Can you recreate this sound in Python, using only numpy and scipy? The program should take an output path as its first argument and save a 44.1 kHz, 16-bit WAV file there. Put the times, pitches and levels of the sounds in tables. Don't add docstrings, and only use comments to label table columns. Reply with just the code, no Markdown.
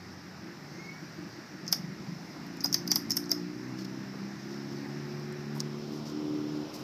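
import sys
import numpy as np
from scipy import signal
from scipy.fft import rfft, irfft, next_fast_len
from scipy.io import wavfile
from scipy.ndimage import uniform_filter1d, map_coordinates

SR = 44100
rng = np.random.default_rng(int(sys.argv[2]) if len(sys.argv) > 2 else 0)


def makeup_ratio(level_db):
    decades = np.asarray(level_db, float) / 20
    return 10 ** decades


def store_wav(level_fs):
    pcm = np.round(np.clip(np.atleast_2d(level_fs), -1, 1) * 32767)
    wavfile.write(sys.argv[1], SR, pcm.T.astype(np.int16))


N = 301203
TIME = np.arange(N) / SR

# f/Hz, density/dB
HISS_SPECTRUM = [(1650, -15), (2800, -13.5), (3720, -8), (4050, -5.5), (5230, 4), (5740, 0.5), (6340, -8),
                 (9170, -24.5), (9990, -24.5), (12100, -17.5), (15300, -21.5)]


def unit(x):
    return x / np.sqrt(np.mean(x ** 2) + 1e-20)


def peak(x):
    return x / np.abs(x).max()


def along(points, hz):
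    f, v = np.transpose(points)
    return np.interp(np.log(hz + 1), np.log(f + 1), v)


def curves(rows):
    s, *cols = np.transpose(rows)
    return [np.interp(TIME, s, c) for c in cols]


def wobble(rate):
    return map_coordinates(rng.standard_normal(int(N * rate / SR) + 4), [TIME * rate])


def gate(t0, t1, fade):
    return np.clip(np.minimum(TIME - t0, t1 - TIME) / fade, 0, 1)


def tone(hz, db):
    return np.sqrt(2) * makeup_ratio(db) * np.sin(2 * np.pi * (np.cumsum(hz) / SR + rng.random()))


def filtered(x, response):
    m = next_fast_len(len(x) + 4096)
    return irfft(rfft(x, m) * response(np.fft.rfftfreq(m, 1 / SR)), m)[:len(x)]


def ringing(x, modes):
    def response(f):
        total = 0
        for k, (centre, width, db) in enumerate(modes):
            damping = 1j * f * width
            total = total + (-1) ** k * makeup_ratio(db) * damping / (centre * centre - f * f + damping)
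        return total
    return filtered(x, response)


def ringing_twice(x, modes):
    return ringing(ringing(x, modes), modes)


def rush(spectrum, patchy_db):
    z = signal.stft(rng.standard_normal(N + 512), nperseg=512)[2]
    field = uniform_filter1d(uniform_filter1d(rng.standard_normal(z.shape), 6, 0), 14, 1)
    x = signal.istft(z * makeup_ratio(patchy_db * unit(field)), nperseg=512)[1][:N]
    return unit(filtered(x, lambda hz: makeup_ratio(along(spectrum, hz))))


def add_at(out, s, sound):
    out[round(s * SR):][:len(sound)] += sound


def idling():
    # f/Hz, width/Hz, level/dB
    pipe = [
        [(140, 60, -6), (183, 55, 0)],
        [(297, 45, 0), (352, 60, -3)],
    ]
    # start t/s, length/s, level/dB, high over low resonance/dB
    surges = [(-.03, 0.039, -59, -8), (0.118, 0.062, -55, 0), (0.425, 0.099, -50.5, -1.5),
              (0.527, 0.19, -50, -28), (0.71, 0.095, -58, 6), (.84, 0.062, -55, -15),
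              (0.993, 0.045, -51, 0.5), (1.168, 0.097, -45.5, -1), (1.363, 0.017, -45, 5),
              (1.496, 0.14, -47.5, -5), (1.679, 0.23, -42.5, -18), (1.835, 0.19, -45.5, -21),
              (2.056, 0.1, -39.5, -21), (2.197, 0.19, -51, -1.5), (2.406, 0.44, -47, -18)]
    firing_hz, edge_s, rest_db = 49.07, 0.029, -85
    turns = np.cumsum(firing_hz * (1 + .015 * wobble(5))) / SR
    fired = np.diff(np.floor(turns), prepend=0) * makeup_ratio(1.5 * rng.standard_normal(N))
    fired = fired * np.where(turns % 2 < 1, 1, .2)
    drive = unit(fired) + .55 * rng.standard_normal(N)
    low, high = makeup_ratio(rest_db), makeup_ratio(rest_db + 14.0)
    for s, length, db, over_db in surges:
        swell = gate(s, s + length + edge_s, edge_s)
        low = low + makeup_ratio(db) * swell
        high = high + makeup_ratio(db + over_db) * swell
    parts = [gain * unit(ringing_twice(drive, modes)) for gain, modes in zip([low, high], pipe)]
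    return sum(parts) * gate(-1, 2.85, 0.55)


def stopping():
    # t/s, firing rate f/Hz, level/dB
    slowing = [
        (0.0, 93.4, -51),
        (.15, 93.4, -51),
        (.3, 93, -64),
        (.46, 92.5, -77),
        (.73, 86.1, -49),
        (.9, 87.5, -62),
    ]
    # t/s, f/Hz, level/dB
    whistle_path = [
        (.55, 1910, -72),
        (.76, 2107, -60),
        (.82, 2144, -53),
        (.92, 2216, -52.5),
        (1.0, 2280, -57),
        (1.04, 2300, -68),
    ]
    hz, db = curves(slowing)
    first = tone(hz, np.maximum(db, -56) - 5) * gate(-1, .55, .2)
    second = tone(2 * hz, db) * gate(-1, .95, .1)
    hz, db = curves(whistle_path)
    hz = hz * (1 + .012 * wobble(200))
    flutter_db = 4.5 * wobble(110) - 1
    whistle = tone(hz, db + flutter_db) + tone(2 * hz, db - 13)
    whistle = whistle + tone(3 * hz, -67 + flutter_db) * gate(.64, .9, .05)
    return first + second + whistle * gate(.53, 1.04, .03)


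def street():
    # t/s, tyre roar level/dB
    traffic = [(0.0, -53.5), (0.95, -52), (1.27, -52), (3.14, -51), (3.42, -51.5), (4.93, -50), (5.34, -50),
               (5.76, -50.5), (6.83, -48.5)]
    # f/Hz, density/dB
    rumble_spectrum = [(20, -43), (40, -27.5), (80, -13), (150, 3.5), (250, -0.5), (380, -2.5),
                       (480, -19.5), (700, -78)]
    # f/Hz, density/dB
    roar_wall = [(260, -49), (450, -4), (840, -2), (927, -4), (1890, -3), (2830, -13), (3200, -19.5),
                 (4160, -15.5), (7040, -120)]
    roar_floor = [(280, -16), (480, -1), (642, -5.5), (1430, -9.5), (1550, -14.5), (2770, -16.5),
                  (4200, -17.5), (5460, -59), (9240, -120)]
    # t/s, share (0-1)
    tipping = [
        (5.45, 0),
        (5.85, 0.99),
    ]
    roar_db, = curves(traffic)
    swell_db = roar_db - roar_db.mean()
    hiss_db = -55.5 + 0.29 * swell_db + 0.4 * wobble(2.75)
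    thinning_db = 2 * gate(2.6, 9, 2.1)
    rumble_db = -46.5 + swell_db - thinning_db + 0.68 * wobble(5.5)
    rumble = makeup_ratio(rumble_db) * rush(rumble_spectrum, patchy_db=-1.5)
    down = np.clip(curves(tipping)[0], 0, 1)
    roar = np.sqrt(1 - down) * rush(roar_wall, patchy_db=0.97)
    roar = roar + np.sqrt(down) * rush(roar_floor, patchy_db=1)
    return rumble + makeup_ratio(roar_db) * roar + makeup_ratio(hiss_db) * rush(HISS_SPECTRUM, patchy_db=1.0)


def contacts(out):
    # t/s, peak level/dB, cap ring f/Hz, tick level/dB, rattle level/dB
    clicks = [(1.6662, -35, 5400, -32, -18), (1.6787, -20, 5150, -33, -2), (1.726, -7, 5000, -18, -8),
              (2.6056, -28, 4950, -33, 3), (2.6105, -31, 5000, -22, -8), (2.6427, -25, 5000, -8, 1),
              (2.6575, -18, 5250, -27, 1), (2.727, -18, 5100, -28, -14), (2.7314, -23, 5300, -20, -4),
              (2.7424, -12, 4900, -16, -5), (2.8758, -26, 5200, -14, -6), (2.9154, -9.5, 5150, -17, -12),
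              (2.9577, -14, 5140, -9, -7), (3.0982, -30, 5000, -20, -8), (3.1055, -15, 5100, -19, -10),
              (3.1168, -17, 5200, -28, -11), (3.168, -16, 5600, -15, -6), (3.17, -25, 5100, -2, -6),
              (3.24, -35, 4400, -27, -14), (3.258, -34, 5300, -27, -8), (3.2941, -27, 5350, -28, -2),
              (3.3158, -11.5, 5200, -20, -14)]
    # f/Hz, width/Hz, level/dB
    plate_modes = [(620, 300, -3), (900, 350, -3), (1400, 600, -7), (2100, 380, -1), (3600, 500, 1)]
    tick_modes = [(8950, 1300, -4), (12650, 2540, 2), (13770, 1600, 3.5)]
    t, lead = np.arange(2048) / SR, 600
    swell_in = makeup_ratio(-25.5) * np.linspace(0, 1, lead)
    still = 0 * swell_in
    for s, db, hz, tick_db, rattle_db in clicks:
        loose = makeup_ratio(rattle_db - 5 - 60 * t / .045 + 3 * wobble(700)[:len(t)])
        snap = makeup_ratio(-60 * t / .005) * (1 - np.exp(-t / .0002))
        grit = rng.standard_normal(lead + len(t))
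        drive = np.r_[swell_in, snap + loose] * grit
        buzz = np.r_[still, .5 * makeup_ratio(-60 * t / .009)] * np.roll(np.sign(drive), 40)
        chatter = np.r_[swell_in, snap + .45 * loose] * grit + buzz
        drive[lead + 12] += 5
        cap_modes = [(hz * .88, 700, -8), (hz, 900, 0), (hz * 1.24, 1000, -3)]
        cap = ringing(ringing(ringing(drive, cap_modes), [(5100, 2000, 0)]), [(5100, 2400, 0)])
        tick = ringing(ringing(chatter, tick_modes), [(11600, 12000, 0)])
        shake = np.r_[still, makeup_ratio(-60 * t / .045) * (1 - np.exp(-t / .001))]
        shake = shake * rng.standard_normal(len(drive))
        plate = ringing(ringing(shake, plate_modes), [(1440, 1060, 4), (3880, 200, -14)])
        plate_db = -1 + 1.11 * min(tick_db, -16)
        sound = peak(cap) + makeup_ratio(tick_db + 9.5) * peak(tick) + makeup_ratio(plate_db) * peak(plate)
        add_at(out, s - lead / SR, makeup_ratio(db) * sound)


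def bounces(out):
    # t/s, peak level/dB, f/Hz, t60/ms
    rebounds = [(1.6818, -32, 5300, 14), (1.6876, -31, 5100, 12), (1.7283, -12, 5200, 9),
                (1.7296, -18, 5500, 8), (1.731, -23, 5400, 9), (1.7326, -24, 5400, 9),
                (1.7344, -24, 5400, 9), (1.7372, -28, 5500, 9), (1.7468, -30, 5400, 9),
                (1.7498, -29, 5500, 9), (2.6437, -14, 5030, 16), (2.6455, -18, 5030, 13),
                (2.6505, -29, 5700, 9), (2.6532, -27, 5120, 9), (2.6593, -21, 5500, 10),
                (2.6612, -22, 5250, 9), (2.7279, -17, 5500, 7), (2.7323, -23, 5500, 6),
                (2.7434, -13, 5200, 6), (2.7453, -22, 5400, 14), (2.7473, -23, 5100, 12),
                (2.877, -23, 4900, 8), (2.9168, -12, 5900, 12), (2.9188, -19, 5300, 9),
                (2.9203, -23, 5200, 8), (2.922, -22, 5620, 10), (2.9293, -26, 5400, 8),
                (2.959, -18, 5000, 8), (2.961, -23, 5200, 10), (2.9624, -21, 4800, 10),
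                (2.9641, -21, 5500, 8), (2.9696, -26, 5730, 10), (3.1071, -15, 5300, 11),
                (3.1101, -24, 5200, 8), (3.1122, -24, 5570, 14), (3.1184, -17, 5600, 9),
                (3.1197, -21, 5500, 7), (3.1245, -27, 5450, 14), (3.1713, -20, 5200, 10),
                (3.1724, -21, 5500, 9), (3.1735, -21, 5300, 10), (3.1748, -21, 5500, 9),
                (3.3171, -14, 5300, 7), (3.3192, -20, 5100, 14), (3.3222, -26, 5300, 9),
                (3.3257, -27, 5400, 10), (3.3322, -29, 5230, 8)]
    t = np.arange(2048) / SR
    for s, db, hz, t60_ms in rebounds:
        decay = makeup_ratio(-6e4 * t / t60_ms) * (1 - np.exp(-t / .0004))
        ring = decay * (np.sin(2 * np.pi * hz * t) + .22 * np.sin(2.36 * np.pi * hz * t))
        knock = .12 * makeup_ratio(-60 * t / .003) * np.sin(5.1 * np.pi * hz * t)
        add_at(out, s, makeup_ratio(db) * peak(ring + knock))


def squeaks(out):
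    # t/s, length/s, f/Hz, level/dB
    slips = [
        (2.638, .0055, 4900, -25),
        (2.9062, .0055, 4720, -21),
        (2.897, .01, 5000, -34),
        (3.3045, .009, 4750, -27),
    ]
    t = np.arange(2048) / SR
    for s, length, hz, db in slips:
        swell = np.sin(np.pi * np.clip(t / length, 0, 1)) ** 0.35
        rub = swell * (rng.standard_normal(len(t)) + np.sin(2 * np.pi * hz * t))
        grit = makeup_ratio(-16) * peak(ringing_twice(rub, [(13200, 2000, 0)]))
        add_at(out, s, makeup_ratio(db) * (peak(ringing_twice(rub, [(hz, 500, 0)])) + grit))


def thuds(out):
    # t/s, f/Hz, peak level/dB
    knocks = [
        (2.648, 850, -32),
        (2.958, 900, -36),
        (3.17, 750, -38),
        (3.316, 650, -38),
        (5.565, 800, -38),
        (4.14, 540, -42),
    ]
    t = np.arange(2048) / SR
    for s, hz, db in knocks:
        burst = makeup_ratio(-60 * t / .05) * rng.standard_normal(len(t))
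        add_at(out, s, makeup_ratio(db) * peak(ringing_twice(burst, [(hz, 600, 0)])))


def button():
    out = np.zeros(N + SR)
    contacts(out)
    bounces(out)
    squeaks(out)
    thuds(out)
    return out[:N]


def hall(x):
    # f/Hz, t60/s
    decay_times = [(600, 0.3), (2000, .15), (5000, 0.25), (12000, 0.19)]
    out, step = np.zeros(N + SR), SR // 4
    for i in range(0, N, step):
        hz, t, z = signal.stft(rng.standard_normal(SR // 3), SR, nperseg=256)
        tail = signal.istft(z * makeup_ratio(-60 * t / along(decay_times, hz)[:, None]), SR, nperseg=256)[1]
        wet = signal.fftconvolve(x[i:i + step], tail / np.linalg.norm(tail))
        out[i + 90:][:len(wet)] += wet
    return out[:N]


def pulling():
    # t/s, firing rate f/Hz, exhaust level/dB
    drive_off = [(2.2, 59.8, -44), (2.45, 57.37, -40), (2.71, 56.42, -43), (2.85, 58.4, -40.5),
                 (2.96, 61.77, -41), (3.08, 53.56, -40), (3.17, 58.62, -41), (3.5, 59.96, -44),
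                 (3.66, 62.9, -41), (4.28, 66.84, -43), (4.39, 66.94, -49), (4.49, 68.6, -42.5),
                 (5.2, 72.7, -44.5), (5.62, 72.97, -41), (6.2, 74.96, -41), (6.62, 75.06, -40),
                 (6.71, 76.1, -53), (6.83, 74.7, -47.5)]
    # order, level/dB
    strong_orders = [(2, -6.5), (3, -3), (4, -5.5), (5, -5.5)]
    weak_orders = [(1, -29), (1.5, -55), (2.5, -15), (3.5, -12.5), (4.5, -13.5), (5.5, -17), (6, -13.5),
                   (7, -32)]
    # f/Hz, level/dB
    muffler = [(90, -6), (140, -7.5), (390, -2.5), (430, -8), (520, 3.5)]
    # f/Hz, width/Hz, level/dB
    deck_waves = [(115.4, 16.4, -10), (144.3, 5.3, 10.5), (147.4, 2.5, -6.5), (181, 17, -3), (211, 12, 2.5),
                  (228.2, 4.9, -4), (270.5, 3.9, -3), (280, 7.2, 3.5), (293.7, 4.6, -9.5),
                  (299.8, 7.8, 8.5), (328.5, 2.8, -7.5), (360.8, 4.3, 3), (392, 6.1, -0.5), (426, 11, -22)]
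    # t/s, half length/s, order, level/dB
    pillars = [(2.4, 0.22, 2.5, 7), (2.606, .12, 5, 1), (2.88, 0.074, 3, 8.5), (2.95, 0.043, 5, -3.5),
               (3.053, .1, 4, 1), (3.104, 0.057, 3, -6), (2.8, 0.22, 6, 5), (3.4, 0.25, 6, 8.5),
               (3.212, 0.05, 5, 11.5), (3.347, 0.064, 5, 8), (3.463, 0.062, 3, 8), (3.63, 0.1, 3, -4.5),
               (3.7, 0.24, 2, 6), (3.85, 0.071, 3, 5.5), (4.1, 0.071, 5, -4), (4.244, 0.057, 3, 7.5),
               (4.535, 0.08, 5, 2.5), (4.803, 0.14, 2, -2.5), (5.101, 0.077, 4, -6), (5.155, 0.43, 5.5, 5),
               (5.271, .1, 4, -11), (5.58, 0.098, 4, 6), (5.624, .1, 2, 5), (5.83, 0.042, 4, -26),
               (5.925, 0.059, 4, 6.5), (6.054, 0.075, 4, -7.5), (6.057, 0.045, 5, -12), (6.349, 0.34, 4, 3),
               (6.549, .06, 5, 0.5), (6.289, 0.12, 5, 1.5), (5.502, 0.058, 3, 1), (6.399, 0.24, 2, -1),
               (6.257, 0.066, 3, -1.5), (6.4, 0.12, 6, 2)]
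    hz, effort_db = curves(drive_off)
    shaky = hz * (1 + 0.00436 * (71.95 / hz) ** 3.55 * wobble(20))

    def decks_db(f):
        return sum(db * np.exp(-((f - c) / w) ** 2) for c, w, db in deck_waves)

    def pillars_db(k):
        return sum(db * np.exp(-((TIME - s) / half) ** 2)
                   for s, half, order, db in pillars if abs(order - k) < 1 / 4)

    out = np.zeros(N)
    for k, db in strong_orders:
        flicker_db = 1.1 * wobble(18) + .7 * wobble(6)
        out += tone(shaky * k, effort_db + db + decks_db(hz * k) + pillars_db(k) + flicker_db)
    for k, db in weak_orders:
        path_db = along(muffler, hz * k) + decks_db(hz * k) / 2 + pillars_db(k)
        out += tone(shaky * k, effort_db + 2.5 + db + path_db + 1.4 * wobble(5.7))
    return out * gate(2.23, 9, 0.45)


def creaks():
    # t/s, peak level/dB near 5, 7 and 12 kHz
    releases = [(2.4664, -50, -56, -44), (2.5705, -38, -46, -44), (3.847, -40, -52, -48),
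                (5.197, -44, -54, -52), (5.3249, -46, -41, -50), (5.5534, -48, -53, -46),
                (5.5624, -48, -57, -48), (5.5724, -48, -49, -50), (5.5997, -33, -44, -48),
                (5.6038, -40, -40, -37), (5.79, -44, -62, -62), (5.9245, -52, -58, -51)]
    # f/Hz, width/Hz
    case_modes = [(5300, 2200), (6700, 2200), (12500, 4000)]
    # f/Hz, width/Hz, level/dB
    snap_modes = [(5150, 1100, 0), (6900, 2400, -5)]
    out, t = np.zeros(N + SR), np.arange(512) / SR
    for s, *levels in releases:
        drive = makeup_ratio(-60 * t / .004) * rng.standard_normal(len(t))
        for db, (hz, width) in zip(levels, case_modes):
            mode = [(hz, 1.25 * width, 0)]
            add_at(out, s, makeup_ratio(db) * peak(ringing(ringing_twice(drive, mode), mode)))
    blow = 1. * (np.arange(len(t)) == 8)
    snap = ringing(ringing(blow, snap_modes), [(5600, 3000, 0)])
    add_at(out, 5.6039, makeup_ratio(-13.5) * peak(snap))
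    return out[:N]


def scuffs():
    # start t/s, length/s, level/dB, treble tilt/dB
    rubs = [(3.766, 0.075, -48.5, 0), (3.845, 0.014, -45.5, -3), (4.474, 0.12, -56, -3),
            (4.65, 0.21, -56.5, -6), (5.54, 0.06, -62, 16), (5.594, 0.023, -42, 3), (5.919, 0.033, -56, 7),
            (5.94, 0.073, -56, 3), (6.039, 0.096, -50, 0), (6.727, 0.045, -50, 8), (6.739, 0.1, -55.5, 7)]
    dull = makeup_ratio(2.2 * wobble(220)) * rush(HISS_SPECTRUM, 0.33)
    bright = filtered(dull, lambda hz: np.clip(hz / 3000 - 2, 0, 1))
    out = np.zeros(N)
    for s, length, db, tilt_db in rubs:
        out += makeup_ratio(db) * gate(s, s + length, length / 3) * (dull + (makeup_ratio(tilt_db) - 1) * bright)
    return out


def scene():
    # f/Hz, level/dB
    port = [(3000, 0), (7400, -3), (8600, 0), (9300, -7), (9800, -10), (10600, 1)]
    cars = idling() + stopping() + pulling()
    near = button()
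    close = near + makeup_ratio(-11.5) * hall(near) + creaks()
    close = filtered(close, lambda hz: makeup_ratio(along(port, hz)))
    return (close + scuffs() + cars + street())[None]


def low_pass(x):
    return signal.sosfilt(signal.butter(12, 16470, fs=SR, output="sos"), x)


def record(dry):
    edge_hz = 15350
    kept = filtered(dry[0], lambda hz: np.where(hz < edge_hz, 1, makeup_ratio(-27)))
    return low_pass(kept[None])


dry = scene()
out = record(dry)
store_wav(out)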